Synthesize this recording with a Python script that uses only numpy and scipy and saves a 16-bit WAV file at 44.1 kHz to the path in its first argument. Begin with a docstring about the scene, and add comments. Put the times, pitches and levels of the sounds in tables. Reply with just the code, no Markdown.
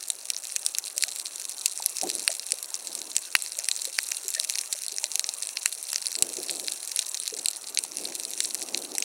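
"""Snapping shrimp crackle under water above a shallow coral reef, heard inside a stiff housing.
Each snap is a very short burst of noise, shaped by the housing. Near snaps crack singly, and the
steepest overload the microphone; farther ones merge into a fizz, with filtered noise as the finest hiss.
Air pockets gurgle as short ringing tones. Water swishes and washes past as coloured noise, over a faint rumble."""
import sys
import numpy as np
from scipy import signal
from scipy.fft import rfft, irfft, next_fast_len
from scipy.io import wavfile
from scipy.ndimage import uniform_filter1d, map_coordinates

SR = 44100
rng = np.random.default_rng(int(sys.argv[2]) if len(sys.argv) > 2 else 0)


def wav_record(signal):
    """Record a signal, one row per channel, as 16-bit PCM in the file named by sys.argv[1]."""
    frames = np.transpose(np.atleast_2d(signal))
    bounded = np.clip(frames, -1, 1)
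    # unit amplitude maps onto the largest positive 16-bit level
    quanta = np.round(bounded * 32767).astype(np.int16)
    wavfile.write(sys.argv[1], SR, quanta)


N = 398663


def amp(db):
    """Turn decibels into gain."""
    return 10 ** (np.asarray(db) / 20)


def unit(x):
    """Scale to an rms of 1."""
    return x / np.sqrt(np.mean(x ** 2) + 1e-20)


def along(points, hz):
    """Read a curve of (frequency, value) points on a log frequency axis."""
    f, v = np.transpose(points)
    return np.interp(np.log(hz + 1), np.log(f + 1), v)


def wobble(rate):
    """A smooth random curve with this many random knots a second."""
    knots = rng.standard_normal(int(N * rate / SR) + 4)
    return map_coordinates(knots, [np.arange(N) * rate / SR])


def filtered(x, response):
    """Filter x by a response given as a function of frequency."""
    m = next_fast_len(N + SR // 2)
    return irfft(rfft(x, m) * response(np.fft.rfftfreq(m, 1 / SR)), m)[:N]


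def causal(gain):
    """The minimum-phase response with this gain: it rings after a sound, never before it."""
    cepstrum = irfft(np.log(gain))
    half = len(cepstrum) // 2
    cepstrum[1:half] *= 2
    cepstrum[half + 1:] = 0
    return np.exp(rfft(cepstrum))


def rush(spectrum, patchy_db):
    """Coloured noise of rms 1, made uneven by random patches in time and frequency."""
    z = signal.stft(rng.standard_normal(N), nperseg=1024)[2]
    field = uniform_filter1d(rng.standard_normal(z.shape), size=4, axis=0)
    field = uniform_filter1d(field, size=4, axis=1)
    noise = signal.istft(z * amp(patchy_db * unit(field)))[1][:N]
    return unit(filtered(noise, lambda hz: amp(along(spectrum, hz))))


def placed(times, waves):
    """Add up short waves, one per row, each starting at its own time."""
    starts = np.round(np.maximum(times, 0) * SR).astype(int)
    index = starts[:, None] + np.arange(waves.shape[1])
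    return np.bincount(index.ravel(), waves.ravel(), N)[:N]


# the loudest snaps of the nearest shrimp, with levels before the bass block and the notches:
# start_s, knock_db, crack_db, fizz_db
NEAR_SNAPS = [(0.1024, -29, -17.5, -12), (0.3026, -22.5, -15.5, -14), (0.3656, -41, -19.5, -34),
              (0.563, -23.5, -14.5, -17), (0.6643, -29, -13.5, -10), (0.7496, -27.5, -19, -27),
              (0.785, -29, -16, -14), (0.98, -29.5, -18, -14.5), (1.0247, -31, -18, -13),
              (1.0373, -16, -12.5, -14), (1.2584, -33, -22.5, -27), (1.6596, -18.5, -11, -7.5),
              (1.8613, -31, -15.5, -8), (2.014, -29, -17.5, -23), (2.101, -26.5, -20, -17.5),
              (2.2783, -12, -10.5, -8), (2.5208, -26, -15, -10), (2.743, -38, -18.5, -21.5),
              (3.1657, -22.5, -11.5, -7), (3.3525, -2, -8, -8), (3.5895, -35, -21, -17.5),
              (3.6871, -21, -16.5, -12.5), (3.7145, -25, -13.5, -15.5), (3.8195, -39, -25.5, -20),
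              (3.9882, -12, -12.5, -16.5), (4.1195, -23, -17, -23), (4.2823, -42, -22, -17.5),
              (4.3991, -28, -14, -14.5), (4.4982, -24.5, -16.5, -18), (4.5555, -27.5, -19.5, -29),
              (4.5854, -27, -22, -19), (4.7274, -32.5, -20, -16), (4.984, -31.5, -17, -24.5),
              (5.0414, -24, -16.5, -15), (5.1566, -24.5, -15, -13), (5.195, -25.5, -13, -14.5),
              (5.243, -29.5, -17, -32), (5.291, -34, -16.5, -22), (5.5712, -22.5, -17, -27),
              (5.659, -14.5, -13.5, -7.5), (5.931, -26, -20, -18.5), (5.9597, -25.5, -13, -23),
              (6.0583, -34.5, -21.5, -24), (6.0683, -42, -18, -16.5), (6.154, -30, -19.5, -24),
              (6.2242, -17, -9, -2), (6.4958, -25.5, -19.5, -38), (6.6829, -25, -17, -25),
              (6.9616, -34, -25, -14.5), (6.992, -22, -14, -14.5), (7.1452, -35, -19.5, -26),
              (7.2781, -33, -18, -20), (7.4591, -24, -15.5, -11.5), (7.485, -28, -16.5, -12),
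              (7.774, -20.5, -12.5, -28), (7.7884, -25, -17, -11), (8.4047, -22, -15.5, -13),
              (8.7464, -21.5, -14.5, -26), (8.9828, -25.5, -18, -14.5), (9.0244, -21, -15.5, -45)]


def near_shrimp():
    """Loud single cracks from the coral just below, each with its own knock, crack and fizz."""
    rows = np.array(NEAR_SNAPS)
    return snaps(rows[:, 0], rows[:, 1:], spread=.00033, scatter_db=-23.5, scatter_t60=0.029,
                 ripple_db=3, heft=1.2, body_hz=1460)


# the knock, crack and fizz ranges of a snap: low_hz, high_hz
SNAP_RANGES = [(0, 3300), (3300, 7000), (7000, 23000)]
# how the housing colours a snap, before each range is set to its level: frequency_hz, gain_db
HOUSING_COLOUR = [(100, -98), (500, -37), (1150, -33.5), (1800, -13), (2600, -6), (3300, -7), (4100, 9.5),
                  (5000, 4), (5700, 9), (7000, 3), (8400, 5), (10300, 1.5), (12300, -13), (15700, -20)]


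def snaps(times, levels_db, spread, scatter_db, scatter_t60, ripple_db, heft,
          body_hz=1350, body_width_hz=850, size=768, count=13):
    """Collapsing claw bubbles: a tight cluster of noise and a faint scatter off the coral, through the housing."""
    t, hz = np.arange(size) / SR, np.fft.rfftfreq(size, 1 / SR)
    cluster = np.exp(-(t / spread - 1) ** 2)  # spread in seconds
    scatter = amp(scatter_db - 60 * t / scatter_t60)  # t60: seconds to fall by 60 dB
    bursts = rng.standard_normal((len(times), size)) * (cluster + scatter)
    spectra = rfft(bursts) * causal(amp(along(HOUSING_COLOUR, hz)))
    # each direction meets the housing with its own peaks and gaps
    ripples = np.cos(2 * np.pi * np.outer(np.arange(count // 2, count), hz) / SR)
    mix = rng.standard_normal((len(times), len(ripples)))
    spectra *= amp(ripple_db * unit(mix @ ripples))
    # a big bubble, whose knock rivals its crack, has a lower body
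    bigness = np.maximum(levels_db[:, :1] - levels_db[:, 1:2] + 7, 0)
    spectra *= amp(heft * bigness * np.exp(-((hz - body_hz) / body_width_hz) ** 2))
    # every snap has its own strength in each range, as rms over a millisecond
    inside = np.array([(hz >= lo) & (hz < hi) for lo, hi in SNAP_RANGES], float)
    blend = uniform_filter1d(inside, size=17, axis=1)
    for _ in range(2):  # the ranges blend at their edges, so a second pass comes closer
        power = abs(spectra) ** 2 @ inside.T * 2 / size / (SR / 1000)
        spectra *= amp((levels_db - 10 * np.log10(power)) @ blend)
    # a little room in front and faded ends keep the edges from clicking
    lead = size // 16
    waves = np.roll(irfft(spectra), lead, axis=1)
    waves = waves * signal.windows.tukey(size, 2 * lead / size)
    return placed(times - spread - lead / SR, waves)


# base level of the distant crackle, which wanders by a few dB; the bed and the hiss add their own offsets:
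# time_s, level_db
BED_LEVEL = [(0.0, -41), (1.16, -39.5), (1.66, -36.5), (2.74, -40), (4.45, -35.5), (5.13, -39),
             (6.62, -36.5), (7.58, -41), (8.48, -37), (9.04, -40)]


def shrimp_bed(top_db=22, falloff_db=19, knock_db=-19, crack_db=-6.5, fizz_db=-4.5,
               claw_db=2.0, aim_db=3, nearer=140, count=2600):
    """Thousands of snaps: the farther off, the more there are and the weaker each one is."""
    times = rng.uniform(0, (N - 1) / SR, count)
    bed_db = np.interp(times, *np.transpose(BED_LEVEL))
    distance_db = top_db - falloff_db * np.log10(1 + np.arange(count) / nearer)
    # big claws sound duller, small ones brighter
    colour = claw_db * rng.standard_normal((count, 1)) * [2, 1, -1]
    # direction favours one range or another
    colour = colour + aim_db * rng.standard_normal((count, len(SNAP_RANGES)))
    # keep the mean power gain over the three ranges at 1
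    colour -= 10 * np.log10(np.mean(amp(colour) ** 2, axis=1, keepdims=True))
    levels = (bed_db + distance_db)[:, None] + [knock_db, crack_db, fizz_db] + colour
    return snaps(times, levels, spread=.00018, scatter_db=-20, scatter_t60=.024, ripple_db=3.5, heft=0)


# tone colour of the far snaps, only relative: frequency_hz, level_db (per Hz)
HISS_COLOUR = [(500, -24), (1300, -12.5), (2000, -18.5), (2700, 1.5), (3400, -9), (4150, -3.5), (4950, -15),
               (5700, 4.5), (7000, 0.5), (8400, 4), (10300, 4), (12200, -9), (16000, -14)]


def far_hiss(level_db=-7.5, flicker_db=4.5):
    """The most distant snaps merge into a fine, flickering hiss that follows the bed's level."""
    bed_db = np.interp(np.arange(N) / SR, *np.transpose(BED_LEVEL))
    level = amp(bed_db + level_db + flicker_db * wobble(120))
    return level * rush(HISS_COLOUR, patchy_db=2.5)


def bass_block(x, low_hz=330):
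    """The snaps keep little bass: below about 330 Hz they fall away steeply."""
    return filtered(x, lambda f: (1j * f / (low_hz + 1j * f)) ** 2)


# two narrow notches of the recorder, which ring briefly after snaps: centre_hz, width_hz
RECORDER_NOTCHES = [(2930, 200), (7830, 110)]


def notches(x):
    """The recorder takes out two narrow bands, and these filters ring briefly after snaps."""
    def response(f):
        bands = [(hz ** 2 - f ** 2) / (hz ** 2 - f ** 2 + 1j * f * width) for hz, width in RECORDER_NOTCHES]
        return np.prod(bands, axis=0)
    return filtered(x, response)


# the larger air pockets; t60_s is the time to fall by 60 dB, and the pitch is a base that then wavers:
# start_s, level_db, pitch_hz, t60_s
LARGE_POCKETS = [(1.8, -20.5, 820, 0.015), (2.032, -21, 754, 0.061), (2.036, -30, 308, 0.15),
                 (2.061, -30, 388, 0.17), (2.293, -27, 627, 0.067), (2.532, -30.5, 506, 0.034),
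                 (3.584, -36.5, 634, 0.067), (4.249, -42, 390, 0.12), (4.362, -30.5, 1810, 0.08),
                 (4.374, -41, 585, 0.095), (4.378, -37, 2070, 0.041), (4.924, -43, 415, 0.11),
                 (5.032, -30.5, 920, 0.022), (5.286, -40, 785, 0.073), (6.384, -26.5, 362, 0.062),
                 (7.324, -32.5, 448, 0.13), (7.847, -31.5, 980, 0.021), (8.949, -27.5, 776, 0.026)]


def gurgles(rise=0.02, waver=0.068, attack_s=0.0013):
    """Air pockets ring as they break loose, their pitch wavering and rising a little."""
    s, db, hz, t60 = np.vstack([LARGE_POCKETS, small_pockets()]).T[:, :, None]
    t = np.arange(SR // 5) / SR
    unrest = wobble(200)[:len(s) * len(t)].reshape(len(s), -1)
    pitch = hz * (1 + rise * t / t60 + waver * unrest)
    swell = (1 - np.exp(-t / attack_s)) * amp(db - 60 * t / t60)
    return placed(s[:, 0], swell * np.sin(2 * np.pi * np.cumsum(pitch, axis=1) / SR))


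def small_pockets(level_db=-43, spread_db=7.5, low_hz=500, high_hz=950, cycles=38, count=12):
    """Faint pockets at random moments, each falling 60 dB in the same number of base-pitch cycles."""
    moment, strength, size = rng.uniform(0, 1, (count, 3)).T
    hz = high_hz * (low_hz / high_hz) ** size
    db = level_db + spread_db * (2 * strength - 1)
    return np.transpose([moment * N / SR, db, hz, cycles / hz])


# tone colour of the swish, only relative: frequency_hz, level_db (per Hz)
SWISH_COLOUR = [(25, -65), (90, -34), (150, -16), (220, -7.5), (340, 1), (520, -4.5), (750, -6.5),
                (1100, -21.5), (2000, -28.5)]
# surges of water past the housing, with levels before the swish's own offset and churn:
# start_s, length_s, level_db
WATER_SURGES = [(0.85, 0.54, -65.5), (2.019, 0.044, -37), (2.073, 0.12, -47), (2.777, 0.28, -54),
                (6.152, 0.15, -47), (6.347, 0.24, -46), (7.31, 0.12, -53), (7.563, 1, -53.5),
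                (7.92, 0.19, -48.5), (8.542, 0.41, -46.5)]


def swish(drift_db=-67, level_db=-0.5, churn_db=2.0):
    """Lumpy noise that swells when the flow past the housing quickens, over a faint steady drift."""
    # the eddies of the drift and of every surge add in power
    power = amp(drift_db) ** 2
    for start, length, db in WATER_SURGES:
        power = power + (amp(db) * surge(start, length)) ** 2
    churn = amp(level_db + churn_db * wobble(35))
    return np.sqrt(power) * churn * rush(SWISH_COLOUR, patchy_db=0.5)


def surge(start, length, attack_share=0.094, release_share=0.43):
    """One surge builds up, holds, then dies away; both time constants are shares of its length."""
    t = np.maximum(np.arange(N) / SR - start, 0)
    build_up = 1 - np.exp(-t / (attack_share * length))
    return build_up * np.exp(-np.maximum(t - length, 0) / (release_share * length))


# tone colour of the slow wash, only relative: frequency_hz, level_db (per Hz)
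WASH_COLOUR = [(100, -52), (200, -21), (370, -3), (600, 4), (1000, 1.5), (1500, -0.5), (2500, -9.5)]


def wash(level_db=-53.5):
    """Water washes past without a break: coloured noise whose level wanders slowly."""
    return amp(level_db + wobble(6)) * rush(WASH_COLOUR, patchy_db=2.5)


# tone colour of the open water's deep rumble, only relative: frequency_hz, level_db (per Hz)
RUMBLE_COLOUR = [(20, 0), (150, 0), (600, -20), (3000, -60)]


def rumble(level_db=-85):
    """The open water rumbles very faintly: noise that is mostly bass."""
    return amp(level_db) * rush(RUMBLE_COLOUR, patchy_db=1.5)


def scene():
    """One microphone in the housing feeds both channels."""
    shrimp = near_shrimp() + shrimp_bed() + far_hiss()
    mono = notches(bass_block(shrimp)) + gurgles() + swish() + wash() + rumble()
    return np.array([mono, mono])


def record(dry, steepest=0.59, thump_db=-12, thump_hz=500, ceiling=0.66, top_hz=15900):
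    """The microphone overloads: steep snaps add a one-sided thump, peaks round off, the top is cut."""
    x = dry[0]
    # steepness is the change in level from one sample to the next
    excess = np.tanh(np.maximum(abs(np.gradient(x)) - steepest, 0))
    thump = amp(thump_db) * filtered(excess, lambda hz: 1 / (1 + 1j * hz / thump_hz))
    # the peaks round off; the microphone passes little of the bass in that distortion
    rounding = x / (1 + (x / ceiling) ** 6) ** (1 / 6) - x
    rounding = filtered(rounding, lambda hz: (1j * hz / (thump_hz + 1j * hz)) ** 2)
    out = filtered(x + rounding + thump, lambda hz: 1 / np.sqrt(1 + (hz / top_hz) ** 120))
    return np.array([out, out])


dry = scene()
out = record(dry)
wav_record(out)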